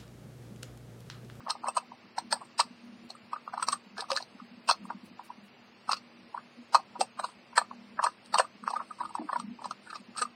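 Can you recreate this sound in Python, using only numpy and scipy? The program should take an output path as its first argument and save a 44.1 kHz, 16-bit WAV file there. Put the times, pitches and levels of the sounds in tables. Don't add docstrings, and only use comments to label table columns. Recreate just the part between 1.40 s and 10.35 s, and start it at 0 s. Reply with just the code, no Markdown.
import sys
import numpy as np
from scipy import signal
from scipy.fft import rfft, irfft
from scipy.io import wavfile
from scipy.ndimage import uniform_filter1d

SR = 44100
rng = np.random.default_rng(int(sys.argv[2]) if len(sys.argv) > 2 else 0)


def linear_from_db(decibels):
    return 10 ** (np.asarray(decibels, float) / 20)


def put_to_file(sound):
    columns = np.atleast_2d(sound).T
    safe = np.clip(columns, -1, 1)
    whole_steps = np.round(safe * 32767)
    wavfile.write(sys.argv[1], SR, whole_steps.astype(np.int16))


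N = 394694
GRAIN = 8192
HOP, HOP_START = 512, 288
CAMERA_SR, CAMERA_TOP_HZ = 32000, 9950

# [f/Hz, density level/dB]
FAN_HISS = [(30, -70), (60, -43), (110, -9), (220, -9.5), (400, -8), (1150, -11), (1500, -14.5),
            (2700, -12), (3350, -20), (4700, -17.5), (5700, -26), (7500, -31), (8400, -31), (10000, -32.5)]
# [f/Hz, level/dB, t60/s]
BENCH_MODES = [(114, -25, 1), (203.9, -5, 0.88), (237.5, 2.5, 0.51), (325, -11.5, 1)]
# [t/s, peak level/dB, width/s]
HUM_SWELLS = [(.04, -63, 0.02), (.43, -66, 0.034), (1.5, -51, 0.058), (1.84, -71, 0.074),
              (2.539, -51, 0.022), (3.109, -53, 0.037), (3.44, -50, 0.051), (4.049, -58.5, 0.033),
              (4.79, -58.5, 0.025), (5.041, -60, 0.023), (5.18, -50, 0.015), (5.6, -60, 0.093),
              (6.38, -53, 0.086), (6.92, -57.5, 0.05), (7.4, -59.5, 0.031), (8.073, -40.5, 0.041),
              (8.4, -66.5, 0.014), (8.85, -52.5, 0.025)]
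# [t/s, knock peak level/dB, spot f/Hz, contact/ms]
PAD_TAPS = [(.005, -41.5, 1410, 10.3), (.072, -29, 1080, 10), (0.153, -34, 955, 9.6),
            (0.083, -29.5, 1030, 6.3), (0.237, -34, 973, 6.4), (.275, -27, 974, 9.2),
            (.280, -30, 1010, 5.3), (0.295, -34.5, 1023, 8.7), (.431, -47, 717, 7.4),
            (0.52, -35, 894, 13.4), (1.964, -32, 1202, 7.8), (2.078, -27, 1232, 4.2),
            (2.642, -36, 1100, 10.5), (3.002, -37.5, 1232, 6.1), (3.505, -25, 1027, 16.1),
            (3.796, -33, 934, 7.3), (3.904, -32, 934, 6.5), (4.948, -26, 968, 9.8),
            (4.977, -29, 1205, 12.7), (5.562, -34, 950, 11.4), (6.133, -43, 970, 10.3),
            (6.313, -31.5, 943, 13), (5.835, -35, 928, 9.9), (6.598, -20.5, 1041, 11.5),
            (6.630, -19.5, 1003, 7.2), (7.403, -28, 1166, 9.2), (7.413, -35, 1173, 12.7),
            (7.707, -40.5, 932, 14), (7.786, -28.5, 707, 9.6), (7.818, -37.5, 725, 18.4),
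            (7.896, -26, 993, 16.5), (8.192, -38, 1022, 11.6), (8.753, -45.5, 1300, 14.4)]
# [t/s, knock peak level/dB, spot f/Hz, contact/ms]
NAIL_GRAZES = [(0.098, -26, 1153, 3.65), (.243, -25.5, 932, 3.26), (.259, -30.5, 993, 14.5),
               (1.933, -21.5, 1144, 6.1), (2.139, -25, 770, 11.8), (2.179, -22, 1041, 12.8),
               (2.571, -42.5, 1550, 7.3), (2.626, -32, 790, 7), (5.355, -15.5, 1137, 3.9),
               (5.360, -19, 1149, 6), (5.397, -37.5, 770, 10.3), (5.793, -27, 1200, 8.7),
               (6.216, -24, 1100, 7.8), (6.956, -16.5, 1068, 6.5), (7.278, -17, 1128, 3.2),
               (7.338, -21, 868, 8), (7.366, -21, 1252, 16.4), (7.609, -23.5, 972, 22),
               (7.931, -19.5, 1022, 9.7), (7.964, -20.5, 996, 9.2), (8.855, -28.5, 1182, 12.4)]
# [t/s, knock peak level/dB, spot f/Hz, contact/ms, click peak level/dB]
NAIL_FLICKS = [(0.102, -24, 964, 5.1, -26), (0.111, -27, 1200, 3.9, -54), (.784, -20.5, 899.5, 5.2, -31.5),
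               (1.704, -40, 802, 6.9, -41.5), (2.198, -27.5, 1073, 7, -41),
               (2.583, -30.5, 1730, 4.3, -35.5), (2.594, -35, 1647, 10, -38), (2.603, -36.5, 1104, 36, -37),
               (2.704, -21.5, 1050, 8.1, -28), (2.717, -23.5, 582, 7.4, -34.5),
               (2.734, -34, 860, 23, -36.5), (2.762, -30, 1176, 1.6, -36), (2.773, -23, 1484, 6, -24.5),
               (2.806, -34.5, 900, 15.6, -40.5), (2.827, -40, 784, 3.2, -48), (3.290, -16.5, 942, 5, -23),
               (3.295, -13, 940, 6.76, -21.5), (3.301, -15.5, 1120, 4.7, -23),
               (3.313, -16.5, 1124, 9, -26.5), (4.517, -21, 1273, 13, -24), (4.532, -18.5, 1390, 8.9, -26),
               (4.57, -44, 1420, 7.2, -33.5), (5.347, -11, 991, 4.8, -21.5), (5.35, -11, 1006, 4, -19.5),
               (5.843, -22.5, 1038, 12.6, -31), (8.245, -31.5, 1164, 9, -36), (8.311, -25, 1065, 10.5, -39),
               (8.504, -38, 1504, 14.7, -35), (8.557, -33, 1146, 30, -34)]
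# [t/s, knock peak level/dB, spot f/Hz, contact/ms, click peak level/dB]
NAIL_STRIKES = [(0.285, -21.5, 993, 6.3, -33), (.369, -21, 994, 4.7, -36.5), (.372, -17, 1045, 4.3, -27.5),
                (.377, -21, 1013, 8.7, -50), (.926, -18.5, 977, 3.4, -20.5),
                (1.194, -21.5, 950, 5.7, -28.5), (1.199, -13.5, 1001, 6.76, -22),
                (1.209, -18.5, 1163, 13.1, -27.5), (2.227, -21.5, 1198, 11.8, -31.5),
                (2.286, -17.5, 1120, 6, -27), (2.33, -19, 1238, 14.7, -24),
                (4.493, -20.5, 1002, 3.8, -33.5), (4.496, -21, 1184, 10.3, -32.5),
                (5.613, -13.5, 845, 12, -21.5), (5.797, -22.5, 1250, 5.1, -32.5),
                (6.171, -27.5, 1106, 6.3, -31), (6.178, -11, 1140, 9.8, -20),
                (6.640, -16.5, 1005, 8.9, -24), (6.645, -16.5, 1138, 7.9, -29),
                (6.669, -15.5, 1013, 5.7, -34.5), (6.943, -16, 862, 9.5, -29),
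                (6.985, -15, 1050, 1.8, -15.5), (6.998, -11.5, 1078, 7.7, -23),
                (7.305, -27, 936, 14.4, -34), (7.753, -21.5, 885, 5.5, -36), (8, -28, 1132, 10, -37),
                (8.257, -26, 944, 7.7, -37), (8.782, -36, 1555, 23, -37), (8.79, -31.5, 1460, 37, -29.5),
                (8.821, -22, 1214, 12.3, -24)]
# [t/s, knock peak level/dB, spot f/Hz, contact/ms]
SKIN_SLIPS = [(0.966, -38, 895, 37), (1.015, -38, 926, 30.7), (1.053, -51.5, 985, 11),
              (1.752, -43, 1220, 5), (3.454, -37.5, 1014, 3.7), (5.889, -43.5, 1200, 17),
              (7.038, -43.5, 990, 23), (7.05, -37.5, 1250, 17), (7.239, -32, 1190, 5.4),
              (7.323, -48, 946, 8.2), (7.512, -30.5, 1162, 6.4), (7.59, -41.5, 1120, 6.2),
              (7.636, -31, 1260, 10), (7.653, -29, 1228, 11.7), (7.693, -40, 1064, 8.3),
              (8.221, -35.5, 907, 5.6), (8.474, -42, 1604, 28), (8.53, -33.5, 1470, 9),
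              (8.763, -37.5, 1300, 3.9)]
# [f/Hz, level/dB, t60/s]
SHELL_MODES = [(540.6, -9.5, 0.064), (650.5, -11.5, 0.087), (770, -3, 0.043), (838.5, 0.5, 0.022),
               (955.6, 1.5, .03), (1050, 1, 0.021), (1135, -1.5, 0.028), (1226, 2, .04), (1300, -2, 0.037),
               (1439, -7.5, 0.028), (1564, -8.5, 0.043), (1727, -6.5, .06)]
# [f/Hz, level/dB, t60/s]
NAIL_MODES = [(1987, -9, 0.0091), (2650, -5.5, 0.054), (2953, -5.5, 0.013), (3427, -6.5, 0.013),
              (3860, -5.5, 0.016), (4242, 0.5, 0.018), (4344, -1.5, 0.019), (4692, 0, .02),
              (5076, -6, .012), (5380, -6, 0.013), (6255, -9.5, 0.011), (6785, -14, 0.018)]
# [f/Hz, level/dB, t60/s]
RIM_MODES = [(7690, -8.5, 0.0053), (8320, -3.5, 0.021), (8370, 1, 0.06), (9000, -6, 0.017),
             (9550, -12.5, 0.01)]
# [t/s, peak level/dB]
WRIST_THUMPS = [(0.033, -44), (1.248, -41), (1.304, -41), (1.431, -47), (1.485, -41.5), (2.462, -43),
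                (2.546, -45.5), (2.947, -40), (3.016, -38), (3.171, -41), (3.389, -46), (3.44, -36.5),
                (3.545, -34), (3.63, -38.5), (3.707, -41.5), (3.977, -42), (4.478, -44), (5.183, -43.5),
                (6.346, -48), (7.146, -43.5), (7.225, -39.5), (7.795, -38), (7.845, -40), (7.989, -37.5),
                (8.038, -31.5), (8.095, -36), (8.597, -39), (8.683, -42), (8.775, -48.5), (8.85, -53)]
# [t/s, tick peak level/dB]
WATCH_LEVELS = [(0, -44), (.5, -47), (.7, -61), (1.0, -48), (1.5, -45), (1.7, -46.5), (2.9, -53),
                (3.8, -29), (4.6, -63), (5.7, -77), (6.6, -48), (8.95, -59)]
# [t/s, peak level/dB, ring f/Hz, ping against snap level/dB]
NAIL_SNAPS = [(0.1069, -19.5, 4260, -10.5), (0.2861, -34, 2650, 5), (0.3693, -43.5, 2650, 16.5),
              (0.3705, -36, 4340, -8), (.381, -33, 2650, -13.5), (0.7864, -28, 4560, -9.5),
              (0.9283, -18, 4340, -4), (1.1941, -27, 4500, -13), (1.2029, -16.5, 4540, -6.5),
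              (1.207, -23.5, 4410, -6.5), (1.7052, -33, 3970, -15), (2.2285, -29, 5300, 2),
              (2.287, -19.5, 5400, -8.5), (2.33, -32, 4520, 1), (2.5809, -34.5, 4500, -17.5),
              (2.6078, -27.5, 4350, -13.5), (2.7071, -32, 3850, -17), (2.718, -22, 4320, -15),
              (2.732, -32.5, 4130, -19), (2.7652, -20.5, 4370, -17), (2.774, -24.5, 4450, -12),
              (2.826, -33.5, 4460, -24.5), (3.2893, -29.5, 4350, -2), (3.2925, -25.5, 2650, -5),
              (3.2996, -20.5, 4200, -10.5), (3.3125, -15.5, 3840, -19.5), (4.496, -41, 4450, -5),
              (4.5171, -28, 4750, -20), (4.522, -24, 4600, -8.5), (4.5325, -21.5, 4740, -36),
              (5.3475, -23, 4710, -7), (5.3527, -17.5, 4560, -14), (5.6094, -27.5, 2650, -3),
              (5.613, -25, 4240, -16), (5.8, -47, 4400, 4), (5.846, -36, 4400, -8.5),
              (6.1713, -32.5, 4470, -4.5), (6.18, -19.5, 4487, -2), (6.642, -34.5, 4350, -2.5),
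              (6.6435, -34.5, 4300, -5), (6.6676, -35, 4210, -7), (6.944, -21, 4330, -11),
              (6.985, -35.5, 4230, -4), (7.0002, -27.5, 4360, -8.5), (7.307, -51, 4300, -6.5),
              (7.9995, -37.5, 4480, -9), (8.31, -37, 6360, -13.5), (8.782, -39, 5540, 5),
              (8.823, -29.5, 2680, 1)]
# [start t/s, length/s, level/dB]
CLOTH_BRUSHES = [(0.808, 0.15, -65), (2.12, 0.093, -57.5), (2.567, 0.15, -53), (2.696, 0.2, -52.5),
                 (6.62, 0.17, -54), (6.817, 0.35, -66.5), (4.477, 0.078, -48), (5.827, .14, -49),
                 (7.254, 0.14, -63), (7.362, 0.75, -64), (8.418, 0.28, -61.5)]
# [f/Hz, density level/dB]
CLOTH_HISS = [(1500, -19.5), (4500, 2.5), (7200, -17), (8400, 1), (9800, -8.5)]
# [t/s, peak level/dB, f/Hz]
BENCH_BUMPS = [(2.59, -34, 457), (2.714, -30, 492), (5.186, -50, 272), (5.596, -29.5, 372),
               (7.234, -61, 272), (7.795, -27, 297), (7.818, -32.5, 316), (7.842, -31.5, 308),
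               (8.605, -47, 260), (8.688, -57, 276), (8.815, -30, 477)]
# [f/Hz, level/dB]
CAMERA_STEP = [(100, -4.5), (1000, -3), (3000, 4), (5500, 4.5), (7000, 4.5), (10000, 2.5)]


def along(table, hz):
    f, db = np.transpose(table)
    return linear_from_db(np.interp(np.log(hz + 1), np.log(f), db))


def bin_hz():
    return np.arange(N // 2 + 1) * SR / N


def band(low_hz, high_hz, size=GRAIN):
    sos = signal.butter(4, [low_hz, high_hz], "band", fs=SR, output="sos")
    return signal.sosfreqz(sos, np.arange(size // 2 + 1) * SR / size, fs=SR)[1]


def ringing(modes, size):
    hz, db, t60 = np.transpose(modes)[:, :, None]
    t = np.arange(min(size, SR)) / SR
    return rfft(linear_from_db(db) * np.sin(2 * np.pi * hz * t) * 1000. ** (-t / t60), size)


def rattle(press_s, grit_db):
    u = np.arange(GRAIN) / SR / np.maximum(press_s, .0004)[:, None]
    white = rng.standard_normal(u.shape)
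    grit = linear_from_db(grit_db * rng.exponential(size=u.shape))
    return rfft(white * grit * (u * np.exp(1 - u)) ** 5)


def place(grains, s, db):
    out = np.zeros(N + 2 * GRAIN)
    power = uniform_filter1d(np.abs(signal.hilbert(grains)) ** 2, size=90)
    for grain, p, at, gain in zip(grains, power, s, linear_from_db(db)):
        start = GRAIN + int(at * SR) - np.argmax(p)
        out[start:start + GRAIN] += grain * gain / np.sqrt(p.max())
    return out[GRAIN:GRAIN + N]


def fan():
    hiss = irfft(rfft(rng.standard_normal(N)) * along(FAN_HISS, bin_hz()), N)
    return hiss / hiss.std() * linear_from_db(-58.5)


def hum():
    level_db, lump_db, lumps_per_s = -61.5, 4.5, 16
    t = np.arange(N) / SR
    drone = irfft(rfft(rng.standard_normal(N)) * ringing(BENCH_MODES, N).sum(axis=0), N)
    steady = drone / np.sqrt(uniform_filter1d(drone ** 2, size=5000))
    lump = int(SR / lumps_per_s)
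    lumps = uniform_filter1d(np.repeat(rng.standard_normal(200), lump)[:N], lump)
    swells = sum(linear_from_db(db) * np.exp(-((t - s) / width) ** 2 / 2) for s, db, width in HUM_SWELLS)
    judder = irfft(rfft(steady * swells) * band(150, 290, N), N)
    return steady * linear_from_db(level_db + lump_db * lumps) + judder


def contacts():
    rows = []
    for touches, ping_db in [(NAIL_STRIKES, -0.5), (NAIL_FLICKS, -14.5)]:
        rows += [(s, db, hz, ms, click + ping_db, click) for s, db, hz, ms, click in touches]
    rebounds = [(s + 0.016, db - 14.5, hz, ms) for s, db, hz, ms in PAD_TAPS]
    for touches, ping_db, click_db in [(NAIL_GRAZES, -23, -18.5), (PAD_TAPS + rebounds, -34.5, -25.5)]:
        rows += [(s, db, hz, ms, db + ping_db, db + click_db) for s, db, hz, ms in touches]
    rows += [(s, db, hz, ms, -48 + 0.11 * (db + 38), db - 29) for s, db, hz, ms in SKIN_SLIPS]
    return rows


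def taps():
    s, knock_db, hz, ms, ping_db, click_db = np.transpose(contacts())
    s = s + 0.00078
    shells, nails, rims = len(SHELL_MODES), len(NAIL_MODES), len(RIM_MODES)
    scatter = rng.standard_normal((len(s), shells + nails + rims))

    near_db = -(np.log2(np.array(SHELL_MODES)[:, 0] / hz[:, None]) / 0.095) ** 2
    sign = np.sign(rng.standard_normal(near_db.shape))
    woken_db = np.maximum(near_db, -6 + 0.55 * knock_db[:, None])
    share = sign * linear_from_db(woken_db + 2.6 * scatter[:, :shells])
    thud = linear_from_db(33 + 0.7 * knock_db[:, None])
    shell = (share @ ringing(SHELL_MODES, GRAIN) + thud) * band(560, 1650)
    knock = irfft(rattle(.00058 * (ms - 2.5), 1.5) * shell)

    crack = rattle(.0006 * (ms - 1.5), 4.9)
    nail_share = linear_from_db(3.9 * scatter[:, shells:-rims])
    crackle = linear_from_db(21) * band(3500, 5700)
    nail = (nail_share @ ringing(NAIL_MODES, GRAIN) + crackle) * band(2000, 7200)
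    bins = np.arange(nail.shape[1]) * (1 + 0.033 * rng.standard_normal((len(s), 1)))
    nail = np.take_along_axis(nail, np.minimum(bins.astype(int), GRAIN // 2), axis=1)
    click = irfft(crack * nail)

    rim = linear_from_db(2.2 * scatter[:, -rims:]) @ ringing(RIM_MODES, GRAIN)
    ping = irfft(crack * rim * band(7000, 10500))

    out = place(knock, s, knock_db) + place(click, s, click_db - 7) + place(ping, s, ping_db - 7)
    slide = rattle(0.013 + 0 * s, 2.9)
    out += place(irfft(slide * shell), s + .019, knock_db - 24.0)
    out += place(irfft(slide * nail), s + .004, click_db - 13.0)
    out += place(irfft(slide * band(7700, 9300)), s + .005, ping_db - 19.5)
    return out


def wrists():
    s, db = np.transpose(WRIST_THUMPS)
    modes = [(hz, 0, .09) for hz, *_ in BENCH_MODES[1:3]]
    note = ringing(modes, GRAIN).sum(axis=0) * band(180, 280)
    return place(irfft(rattle(0.0033 + 0 * s, 1.6) * note), s + .008, db - 2.5)


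def watch():
    s = .052 + .2003 * np.arange(45)
    db = np.interp(s, *np.transpose(WATCH_LEVELS)) + 1.3 * rng.standard_normal(len(s))
    return place(irfft(rattle(0.016 + 0 * s, 1.6) * band(12000, 17000)), s, db)


def snaps():
    snap_s, crack_db, spread_octaves = .0012, 21.5, 0.1
    s, db, hz, ping_db = np.transpose(NAIL_SNAPS)
    near_db = -(np.log2(np.array(NAIL_MODES)[:, 0] / hz[:, None]) / spread_octaves) ** 2
    crack = rattle(snap_s + 0 * s, 3.0)
    unpitched = linear_from_db(crack_db) * band(3400, 5800)
    nail = (linear_from_db(np.maximum(near_db, -14)) @ ringing(NAIL_MODES, GRAIN) + unpitched) * band(2200, 7000)
    tone = linear_from_db(ping_db[:, None]) * ringing(RIM_MODES, GRAIN).sum(axis=0)
    rim = (tone + linear_from_db(crack_db - 3.5)) * band(7500, 10500)
    return place(irfft(crack * nail), s, db) + place(irfft(crack * rim), s, db + ping_db)


def brushing():
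    fade_in_s, fade_out_s = 0.017, 0.11
    grit = rng.standard_normal(N) * linear_from_db(4.9 * rng.exponential(size=N))
    hiss = irfft(rfft(grit) * along(CLOTH_HISS, bin_hz()) * band(1400, 10500, N), N)
    t = np.arange(N) / SR
    strokes = np.zeros(N)
    for s, length, db in CLOTH_BRUSHES:
        ramp = np.minimum((t - s) / fade_in_s, (s + length - t) / fade_out_s)
        strokes += linear_from_db(db) * np.clip(ramp, 0, 1) ** 2
    return hiss / hiss.std() * strokes


def bumps():
    s, db, hz = np.transpose(BENCH_BUMPS)
    notes = ringing([(f, 0, .07) for f in hz], GRAIN) * band(230, 600)
    return place(irfft(rattle(0.0055 + 0 * s, 4.2) * notes), s + 0.0033, db - 5.5)


def room(x, t60, db):
    t = np.arange(SR // 2) / SR
    tail = rng.standard_normal(len(t)) * 1000. ** (-t / t60) * (1 - np.exp(-t / 0.0082))
    tail *= linear_from_db(db) / np.sqrt(np.sum(tail ** 2))
    return x + signal.fftconvolve(x, tail)[:N]


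def scene():
    near_sounds = taps() + snaps() + bumps() + wrists() + watch()
    return (room(near_sounds, 0.12, -17.0) + brushing() + hum() + fan())[None]


def packed(x, quiet_db, follow, patchy_db):
    n, k = np.arange(2 * HOP), np.arange(int(CAMERA_TOP_HZ / CAMERA_SR * 2 * HOP))
    window = np.sqrt(2 / HOP) * np.sin(np.pi * (n + .5) / (2 * HOP))[:, None]
    basis = window * np.cos(np.pi / HOP * np.outer(n + .5 + HOP / 2, k + .5))
    lead = 2 * HOP - HOP_START
    halves = np.pad(x, (lead, HOP - (len(x) - HOP_START) % HOP + HOP)).reshape(-1, HOP)
    lines = np.hstack([halves[:-1], halves[1:]]) @ basis
    nearby = uniform_filter1d(lines ** 2, size=len(k) // 11, axis=1)
    nearby = nearby + linear_from_db(-27.0) * np.mean(lines ** 2, axis=1)[:, None]
    over_db = np.maximum(10 * np.log10(nearby + 1e-12) - quiet_db - 3, 0)
    hz = (k + .5) * CAMERA_SR / 2 / HOP
    which = (14 * np.log2(1 + hz / 700)).astype(int)
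    drift = rng.standard_normal((len(lines), which.max() + 1))
    patches = uniform_filter1d(drift, size=8, axis=0)[:, which] * np.sqrt(8)
    step = linear_from_db(quiet_db + follow * over_db + patchy_db * patches) * along(CAMERA_STEP, hz)
    whole = np.floor(np.abs(lines / step) ** .75 + .4054)
    blocks = (np.sign(lines) * whole ** (4 / 3) * step) @ basis.T
    joined = (blocks[:-1, HOP:] + blocks[1:, :HOP]).ravel()
    return joined[lead - HOP:][:len(x)]


def camera(x):
    treble = signal.sosfilt(signal.butter(4, 3000, "high", fs=SR, output="sos"), x)
    slow = signal.resample_poly(x, 320, 441)
    coarse = packed(slow, quiet_db=-58.5, follow=0.94, patchy_db=4.5)
    out = signal.resample_poly(coarse, 441, 320)[:N]
    span = HOP * SR // CAMERA_SR
    spill = linear_from_db(-35) * uniform_filter1d(treble ** 2, size=2 * span) ** .4
    out = out + np.maximum(spill, linear_from_db(-87)) * rng.standard_normal(N)
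    return irfft(rfft(out) * (bin_hz() < 15800), N)


def top_cut(x):
    return signal.sosfilt(signal.butter(12, 16270, fs=SR, output="sos"), x)


def record(dry):
    thin = signal.sosfilt(signal.butter(5, 85, "high", fs=SR, output="sos"), dry[0])
    mix = camera(thin)[None]
    return top_cut(mix)


dry = scene()
out = record(dry)
put_to_file(out)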